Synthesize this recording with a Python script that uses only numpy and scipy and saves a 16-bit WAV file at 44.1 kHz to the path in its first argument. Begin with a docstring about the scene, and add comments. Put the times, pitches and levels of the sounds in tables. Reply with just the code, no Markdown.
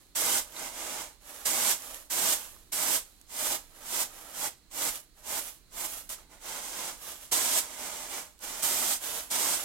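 """Dense showers of grain hiss and drum on a round woven bamboo tray, close to a hand-held microphone.
Two people are winnowing in an open yard, one near and one further off. Between tosses the grain slides
across the near tray, whose rim knocks now and then. The kernels click and tap the weave's resonances;
a few strays tick in the gaps, over faint outdoor air and distant insects."""
import sys
import numpy as np
from scipy import signal
from scipy.fft import rfft, irfft, next_fast_len
from scipy.io import wavfile
from scipy.ndimage import map_coordinates

SR = 44100
rng = np.random.default_rng(int(sys.argv[2]) if len(sys.argv) > 2 else 0)


def master(y):
    """Save y as 16-bit WAV."""
    cut = np.clip(np.atleast_2d(y).T, -1, 1)
    pcm = np.round(cut * 32767)  # scale
    wavfile.write(sys.argv[1], SR, pcm.astype(np.int16))


N = 425124
TIME = np.arange(N) / SR


def amp(db):
    """Decibels to gain."""
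    return 10 ** (np.asarray(db) / 20)


def unit(pair):
    """A stereo pair scaled so that its middle has rms 1."""
    return pair / np.sqrt(np.mean(pair.mean(0) ** 2) + 1e-20)


def along(points, hz):
    """(Hz, value) points read on a log axis."""
    knots_hz, values = np.transpose(points)
    return np.interp(np.log(hz + 1), np.log(knots_hz + 1), values)


def wobble(rate):
    """A smooth random curve, rate knots a second."""
    return map_coordinates(rng.standard_normal(int(N * rate / SR) + 4), [TIME * rate])


def filtered(x, response):
    """x through a complex response of frequency."""
    size = next_fast_len(N + SR // 4, real=True)
    return irfft(rfft(x, size) * response(np.fft.rfftfreq(size, 1 / SR)), size)[..., :N]


def colour(points):
    """The causal response whose gain follows (Hz, dB) points."""
    def response(hz):
        cepstrum = irfft(np.log(amp(along(points, hz))))
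        cepstrum[1:len(cepstrum) // 2] *= 2
        cepstrum[len(cepstrum) // 2 + 1:] = 0
        return np.exp(rfft(cepstrum))
    return response


def resonances(modes):
    """The response of damped modes, each (centre Hz, width Hz, dB)."""
    return lambda hz: sum(amp(db) * 1j * hz * width / (centre ** 2 - hz ** 2 + 1j * hz * width)
                          for centre, width, db in modes)


# How alike the microphone's two ports hear the yard. Each row: frequency in Hz, coherence.
PORT_COHERENCE = [(60, 0.59), (170, 0.96), (850, 0.89), (1400, 0.66), (2100, 0.45), (2750, -0.21),
                  (3700, 0.25), (5000, 0.32), (6000, -0.24), (11000, 0.076)]

def heard(pair, response):
    """Two unrelated signals reach the ports through a response: alike in the bass, hardly so on top."""
    def mixing(hz):
        turn = np.arccos(np.clip(along(PORT_COHERENCE, hz), -1, 1)) / 2
        return response(hz) * np.array([np.cos(turn), np.sin(turn)])
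    mid, side = filtered(pair, mixing)
    return np.array([mid + side, mid - side])


# The microphone drifts in the hand, sliding the ports' dips and shading them. Each row: time in
# seconds, frequency ratio, top octave gain in dB, left minus right in dB.
MIC_DRIFT = [(.3, 1.015, -0.5, -.4), (1.6, 0.99, -0.5, -0.7), (2.8, 1.01, 0.5, -0.7), (4, 0.99, -0.7, -0.5),
             (5.8, 0.98, 1.5, -0.5), (6.7, 1.04, -.5, -0.2), (7.5, 1.02, -1.5, 0), (8.5, 1.005, 1, -0.5),
             (9.4, 1.03, -1.5, -0.2)]

def microphone(x, balance, lag_s=0.00004):
    """The microphone body shades the left port, which also hears a little later."""
    hz, t, spectra = signal.stft(x, SR, nperseg=512)
    hz = hz[:, None]
    times, *columns = np.transpose(MIC_DRIFT)
    ratio, top_db, pan_db = [np.interp(t, times, column) for column in columns]
    left = amp((along(balance, hz / ratio) + pan_db) / 2) * np.exp(-1j * np.pi * hz * lag_s)
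    shade = amp(np.interp(hz, [8000, 12000], [0, 1]) * top_db)
    return signal.istft(spectra * shade * np.array([left, 1 / left]), SR, nperseg=512)[1][:, :N]


# Open air all round the microphone, low and high. Each row: frequency in Hz, relative level in dB.
YARD_RUMBLE = [(12, -24), (24, 1), (38, -4), (65, -7.5), (85, -16), (130, -18), (200, -21.5), (300, -18.5),
               (520, -29), (900, -41), (2000, -60)]
YARD_AIR = [(500, -7), (1200, -2.5), (3000, -3.5), (5500, -5), (8000, -2.5), (12000, -8), (15700, -10)]

def yard():
    """Low outdoor rumble, a faint airy rustle and a thin band of distant insects."""
    def noise(response):
        return unit(heard(rng.standard_normal((2, N)), response))
    rumble = noise(colour(YARD_RUMBLE)) * amp(-63 + wobble(6))
    air = noise(colour(YARD_AIR)) * amp(-69.5 + 0.37 * wobble(2.9))
    chorus = resonances([(4180, 850, 0)])
    insects = noise(lambda hz: chorus(hz) ** 2) * amp(-74.5 + 1.2 * wobble(7.2))
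    return rumble + air + insects


# Reflections off the ground, the lap and the rim. Each row: delay in seconds, level in dB.
CLOSE_ECHOES = [(.0017, -16.5), (.0033, -16), (.0061, -17.5), (0.011, -16)]

def reflected(x, sway=0.0733, sway_hz=2.5):
    """Near surfaces echo the trays; the paths change as the trays move, so the colour shifts."""
    out = x.copy()
    for delay, db in CLOSE_ECHOES:
        sent = TIME - delay * (1 + sway * wobble(sway_hz))
        out += amp(db) * np.array([np.interp(sent, TIME, port) for port in x])
    return out


def impacts(flow, base_per_s, extra_per_s, spread_db):
    """Random kernel impacts of mean power 1: a stronger flow means more of them a second."""
    chance = np.clip((base_per_s + extra_per_s * flow / flow.max()) / SR, 1e-3, 1)
    hit = rng.random(N) < chance
    sizes = amp(spread_db * rng.standard_normal(N))
    sizes /= np.sqrt(np.mean(sizes ** 2))
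    return hit * sizes / np.sqrt(chance) * rng.standard_normal((2, N))


def shower(hiss, drum, click, modes, clump_db, **kernels):
    """Kernels click against each other and drum on the weave; they arrive in loose clumps."""
    clicks = unit(heard(impacts(hiss, **kernels), colour(click)))
    # each blow lands on another spot of the weave, so neighbouring modes are driven independently
    taps = unit(sum(heard(impacts(drum, **kernels), resonances(modes[k::3])) for k in range(3)))
    return (hiss * clicks + drum * taps) * amp(clump_db * wobble(70))


def settling(end, fall_db_per_s, drop_db, drop_s=0.018):
    """Decibels lost after a stroke: a quick drop as the stream ends, then the last kernels come to rest."""
    after = np.maximum(TIME - end, 0)
    return drop_db * (1 - np.exp(-after / drop_s)) + fall_db_per_s * after


def stroke(start, rise, hold, hiss_db, drum_db, onset_db_per_s, fall_db_per_s, drop_db=0):
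    """Hiss and drumming gains of one gradual stroke: the flow sets in, builds, holds and settles."""
    onset_db = onset_db_per_s * np.maximum(start - TIME, 0)
    to_go = np.maximum(1 - (TIME - start) / rise, 0)
    building_db = 16.5 * to_go ** 2.04  # gained over the rise, ever more slowly
    db = hiss_db - onset_db - building_db - settling(start + rise + hold, fall_db_per_s, drop_db)
    return amp([[0], [drum_db]]) * amp(np.maximum(db, -140))


def together(gains):
    """Overlapping strokes add up in power."""
    return np.sqrt(sum(gain ** 2 for gain in gains))


# A kernel's click from across the yard. Each row: frequency in Hz, relative level in dB.
FAR_CLICK_SPECTRUM = [(200, -35), (1000, -6.5), (1800, -9), (2800, -4), (3500, -3), (4500, -4.5), (6000, 0),
                      (7500, 0.5), (9500, 0.5), (11800, 0.5), (13500, -2), (15700, -7)]
# Resonances of the far tray. Each row: centre in Hz, width in Hz, relative level in dB.
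FAR_TRAY_MODES = [(276, 110, -6.5), (465, 45, -5), (603, 130, -3), (790, 106, -1), (1110, 1000, -8),
                  (1460, 1000, -11)]
# Grain landing in the far tray. Each row: start, rise and hold in seconds, hiss in dB,
# drumming against hiss in dB, settling in dB per second.
FAR_LANDINGS = [(0.0, .005, .01, -64.5, -9.5, 90), (0.40, .05, 0.076, -56, -4.5, 150),
                (1.217, 0.1, .12, -49.5, -5.5, 200), (1.739, .11, 0.11, -47, -7.5, 137),
                (2.329, 0.048, 0.033, -45, -9, 88.5), (2.98, .04, .04, -62, -10, 50),
                (3.555, 0.027, 0.016, -56, -6, 123), (3.694, .18, .02, -52, -3, 150),
                (4.03, 0.16, 0.15, -52, -4, 108), (4.881, 0.039, 0.041, -43, -12, 260),
                (5.15, 0.042, .03, -63, -2.5, 150), (5.378, 0.048, .06, -44.5, -11.5, 210),
                (5.848, 0.054, 0.078, -44, -11, 190), (6.979, .11, 0.024, -43.5, -8.5, 130),
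                (7.19, 0.038, .012, -50, -11.5, 148), (8.998, 0.055, 0.13, -38, -9, 156),
                (9.55, .04, .05, -39, -9, 149)]

def far_tosses(onset_db_per_s=300):
    """Grain falls on the second tray, further off, softer and thinner."""
    hiss, drum = together(stroke(*row, onset_db_per_s, fall) for *row, fall in FAR_LANDINGS)
    return shower(hiss, drum, FAR_CLICK_SPECTRUM, FAR_TRAY_MODES, clump_db=0.7,
                  base_per_s=20000, extra_per_s=40000, spread_db=2.5)


# The near tray's rim, working in the hands. Each row: start in seconds, pitch in Hz, level in dB.
RIM_KNOCKS = [(0.566, 3950, -40), (2.565, 1180, -58), (6.186, 1250, -55)]

def rim_knocks(t60=0.048, pitch_spread=0.082):
    """Stressed bamboo gives a brief, rough knock around one pitch."""
    knocks = np.zeros(N)
    t = np.arange(SR // 10) / SR
    for start, hz, db in RIM_KNOCKS:
        pitches = hz * (1 + pitch_spread * rng.standard_normal((6, 1)))
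        ring = np.sin(2 * np.pi * pitches * t).sum(0) / np.sqrt(len(pitches))
        knocks[round(start * SR):][:len(t)] += amp(db - 60 * t / t60) * ring
    return knocks


# A kernel landing close to the microphone. Each row: frequency in Hz, relative level in dB.
NEAR_CLICK_SPECTRUM = [(200, -45.5), (1000, -14), (2000, -9.5), (2800, -7.5), (3300, -6), (4300, -5),
                       (5500, -1.7), (6800, 0), (8800, 0.5), (10500, -2.5), (13000, -2.5), (14500, -5),
                       (15700, -10.5)]
# Single kernels bouncing close by, and one sharp knock of the near tray at 6.09 s. Each row: start in seconds,
# relative level in dB.
STRAY_KERNELS = [(0.0682, -50), (1.821, -29), (1.9445, -25.5), (3.2135, -37.5), (4.4663, -25),
                 (4.9564, -25), (5.0014, -35), (6.0925, -26), (8.3804, -49), (8.3913, -40)]

def stray_kernels(t60=0.014, trim_db=-3.5):
    """A lone kernel, or the sharp knock of the tray, gives a short, thin tick."""
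    ticks = np.zeros((2, N))
    t = np.arange(SR // 20) / SR
    for start, db in STRAY_KERNELS:
        decay = amp(db + trim_db - 60 * t / t60)
        ticks[:, round(start * SR):][:, :len(t)] += decay * rng.standard_normal((2, len(t)))
    return heard(ticks, colour(NEAR_CLICK_SPECTRUM))


# A kernel sliding close to the microphone. Each row: frequency in Hz, relative level in dB.
SLIDE_SPECTRUM = [(200, -38), (1000, -11.5), (2000, -8.5), (3200, -5.5), (4500, -5), (6200, 0),
                  (7500, -0.5), (8400, -2), (9500, -1.5), (11000, -5), (13000, -5.5), (15700, -11.5)]
# Resonances of the near tray. Each row: centre in Hz, width in Hz, relative level in dB.
NEAR_TRAY_MODES = [(210, 17, -15), (255, 76, -4), (366, 72, -7), (478, 174, -4.5), (612, 90, -3.5),
                   (826, 197, 2), (988, 140, -2.5), (1240, 110, -6), (1406, 210, -7), (2036, 200, -2),
                   (2374, 120, -7.5)]
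# Swings of the near tray. Each row: start, rise and hold in seconds, hiss in dB,
# drumming against hiss in dB.
NEAR_SWINGS = [(0.525, .085, 0.061, -42, -4), (0.689, .14, 0.19, -41.7, -4), (6.145, 0.028, 0.028, -60, -1),
               (6.287, 0.042, 0.022, -59.5, 1.5), (6.41, 0.096, 0.082, -42, -4.5),
               (6.588, 0.066, 0.095, -43, -7), (6.718, .1, 0.072, -40, -5.5),
               (7.583, 0.057, 0.1, -47.5, -5), (7.721, 0.13, 0.024, -41.5, -4),
               (7.861, 0.073, 0.12, -44, -5), (8.06, 0.088, 0.041, -41, -4),
               (8.405, 0.046, 0.18, -42.5, -6)]

def near_swings():
    """The tray is swung to gather the grain, which rolls over the weave with a duller swish."""
    hiss, drum = together(stroke(*row, onset_db_per_s=350, fall_db_per_s=180) for row in NEAR_SWINGS)
    return shower(hiss, drum, SLIDE_SPECTRUM, NEAR_TRAY_MODES, clump_db=0.34,
                  base_per_s=22000, extra_per_s=40000, spread_db=1.0)


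def bounces(hiss, level_db=-14, linger_s=0.006):
    """Kernels at the edge of each shower rattle singly and hop on for a moment after it."""
    pole = np.exp(-1 / (linger_s * SR))
    flow = np.sqrt(signal.lfilter([1 - pole], [1, -pole], hiss ** 2))
    hops = impacts(flow, base_per_s=500, extra_per_s=600, spread_db=2.0)
    return amp(level_db) * flow * unit(heard(hops, colour(NEAR_CLICK_SPECTRUM)))


def pour(hiss, drum, dulling, gentle_db=-48):
    """Thrown grain pours back into the near tray; its first and last, gentle impacts are duller."""
    landing = shower(hiss, drum, NEAR_CLICK_SPECTRUM, NEAR_TRAY_MODES, clump_db=0.63,
                     base_per_s=20000, extra_per_s=50000, spread_db=1.7)
    gentle = 1 / (1 + (hiss / amp(gentle_db)) ** 2)
    bright = filtered(landing, lambda hz: along([(6000, 0.45), (13000, 1.0)], hz))
    return landing - dulling * gentle * bright + bounces(hiss)


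# Low flicks of the near tray. Each row: start, rise and hold in seconds, hiss in dB,
# drumming against hiss in dB, onset in dB per second.
NEAR_FLICKS = [(3.299, .18, 0.071, -33.5, -9, 350), (3.848, 0.17, 0.011, -32.2, -10, 150),
               (4.321, 0.14, 0.011, -35.5, -7.5, 200), (4.714, 0.15, 0.027, -33.5, -8, 1098.5),
               (5.237, 0.099, 0.059, -37, -6.5, 300), (5.721, .12, 0.02, -37.5, -7.5, 320)]

def near_flicks(sparkle_db=0.516):
    """Grain flicked low comes down in a swelling stream, a little brighter at the very top."""
    hiss, drum = together(stroke(*row, fall_db_per_s=212, drop_db=6) for row in NEAR_FLICKS)
    stream = pour(hiss, drum, dulling=0.76)
    return filtered(stream, lambda hz: amp(along([(9000, 0), (13000, sparkle_db)], hz)))


# Full tosses and one short slap of grain, close to the microphone. Each row: start and length in seconds,
# hiss of the first and of the last impacts in dB, sag between them in dB, drumming against hiss in dB.
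NEAR_SHEETS = [(0.155, 0.23, -32.5, -29.5, -0.1, -12), (1.455, 0.26, -29, -27, 4, -12),
               (2.103, 0.23, -34.5, -28, -0.1, -12.5), (2.723, 0.24, -35, -29, 0.8, -12.5),
               (6.094, 0.037, -38, -39.5, 1.5, -13.5), (7.318, 0.27, -27, -27, 4.5, -13.5),
               (8.627, 0.31, -29.5, -30, 3, -13), (9.306, .25, -32.5, -31, 0, -12)]

def near_sheets(attack_s=0.013, bulk_drum_db=4):
    """Grain comes down as one sheet: its edges click brightly, its bulk is cushioned and drums."""
    sheets = []
    for start, length, first_db, last_db, sag_db, drum_db in NEAR_SHEETS:
        progress = np.clip((TIME - start) / length, 0, 1)
        bulk = 4 * progress * (1 - progress)
        db = first_db + (last_db - first_db) * progress - sag_db * bulk
        db -= settling(start + length, fall_db_per_s=250, drop_db=3)
        attack = np.clip((TIME - start) / attack_s + 0.5, 0, 1)
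        sheets.append(attack * amp([db, db + drum_db + bulk_drum_db * bulk]))
    hiss, drum = together(sheets)
    return pour(hiss, drum, dulling=0.78)


# Shading by the microphone body towards the near tray, the far tray and the open yard.
# Each row: frequency in Hz, left minus right in dB.
NEAR_BALANCE = [(600, -8), (1000, -5.5), (1300, -10.5), (1800, -4.5), (2500, -4), (2950, -11), (3600, -8),
                (4500, 0), (6500, -1), (8100, -10), (9600, 0.5), (12300, -9.5), (14500, -3.5), (15700, 4)]
FAR_BALANCE = [(600, -8.5), (900, -6), (1250, -10), (2400, -4.5), (2950, -10.5), (4200, -2.5), (6200, -0.5),
               (7300, -6), (9500, -1), (11500, -11.5), (14000, -2), (15700, -9)]
YARD_BALANCE = [(60, -5), (300, -7.5), (4000, -6), (12000, -4)]

def scene():
    """Both trays in the open yard, each reaching the microphone from its own direction."""
    near = reflected(near_sheets() + near_flicks() + near_swings() + stray_kernels()) + rim_knocks()
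    far = reflected(far_tosses())
    trays = microphone(near, NEAR_BALANCE) + microphone(far, FAR_BALANCE)
    return trays + microphone(yard(), YARD_BALANCE)


def record(dry, top_hz=15950):
    """The recorder keeps nothing above its band limit."""
    return filtered(dry, lambda hz: hz < top_hz)


dry = scene()
out = record(dry)
master(out)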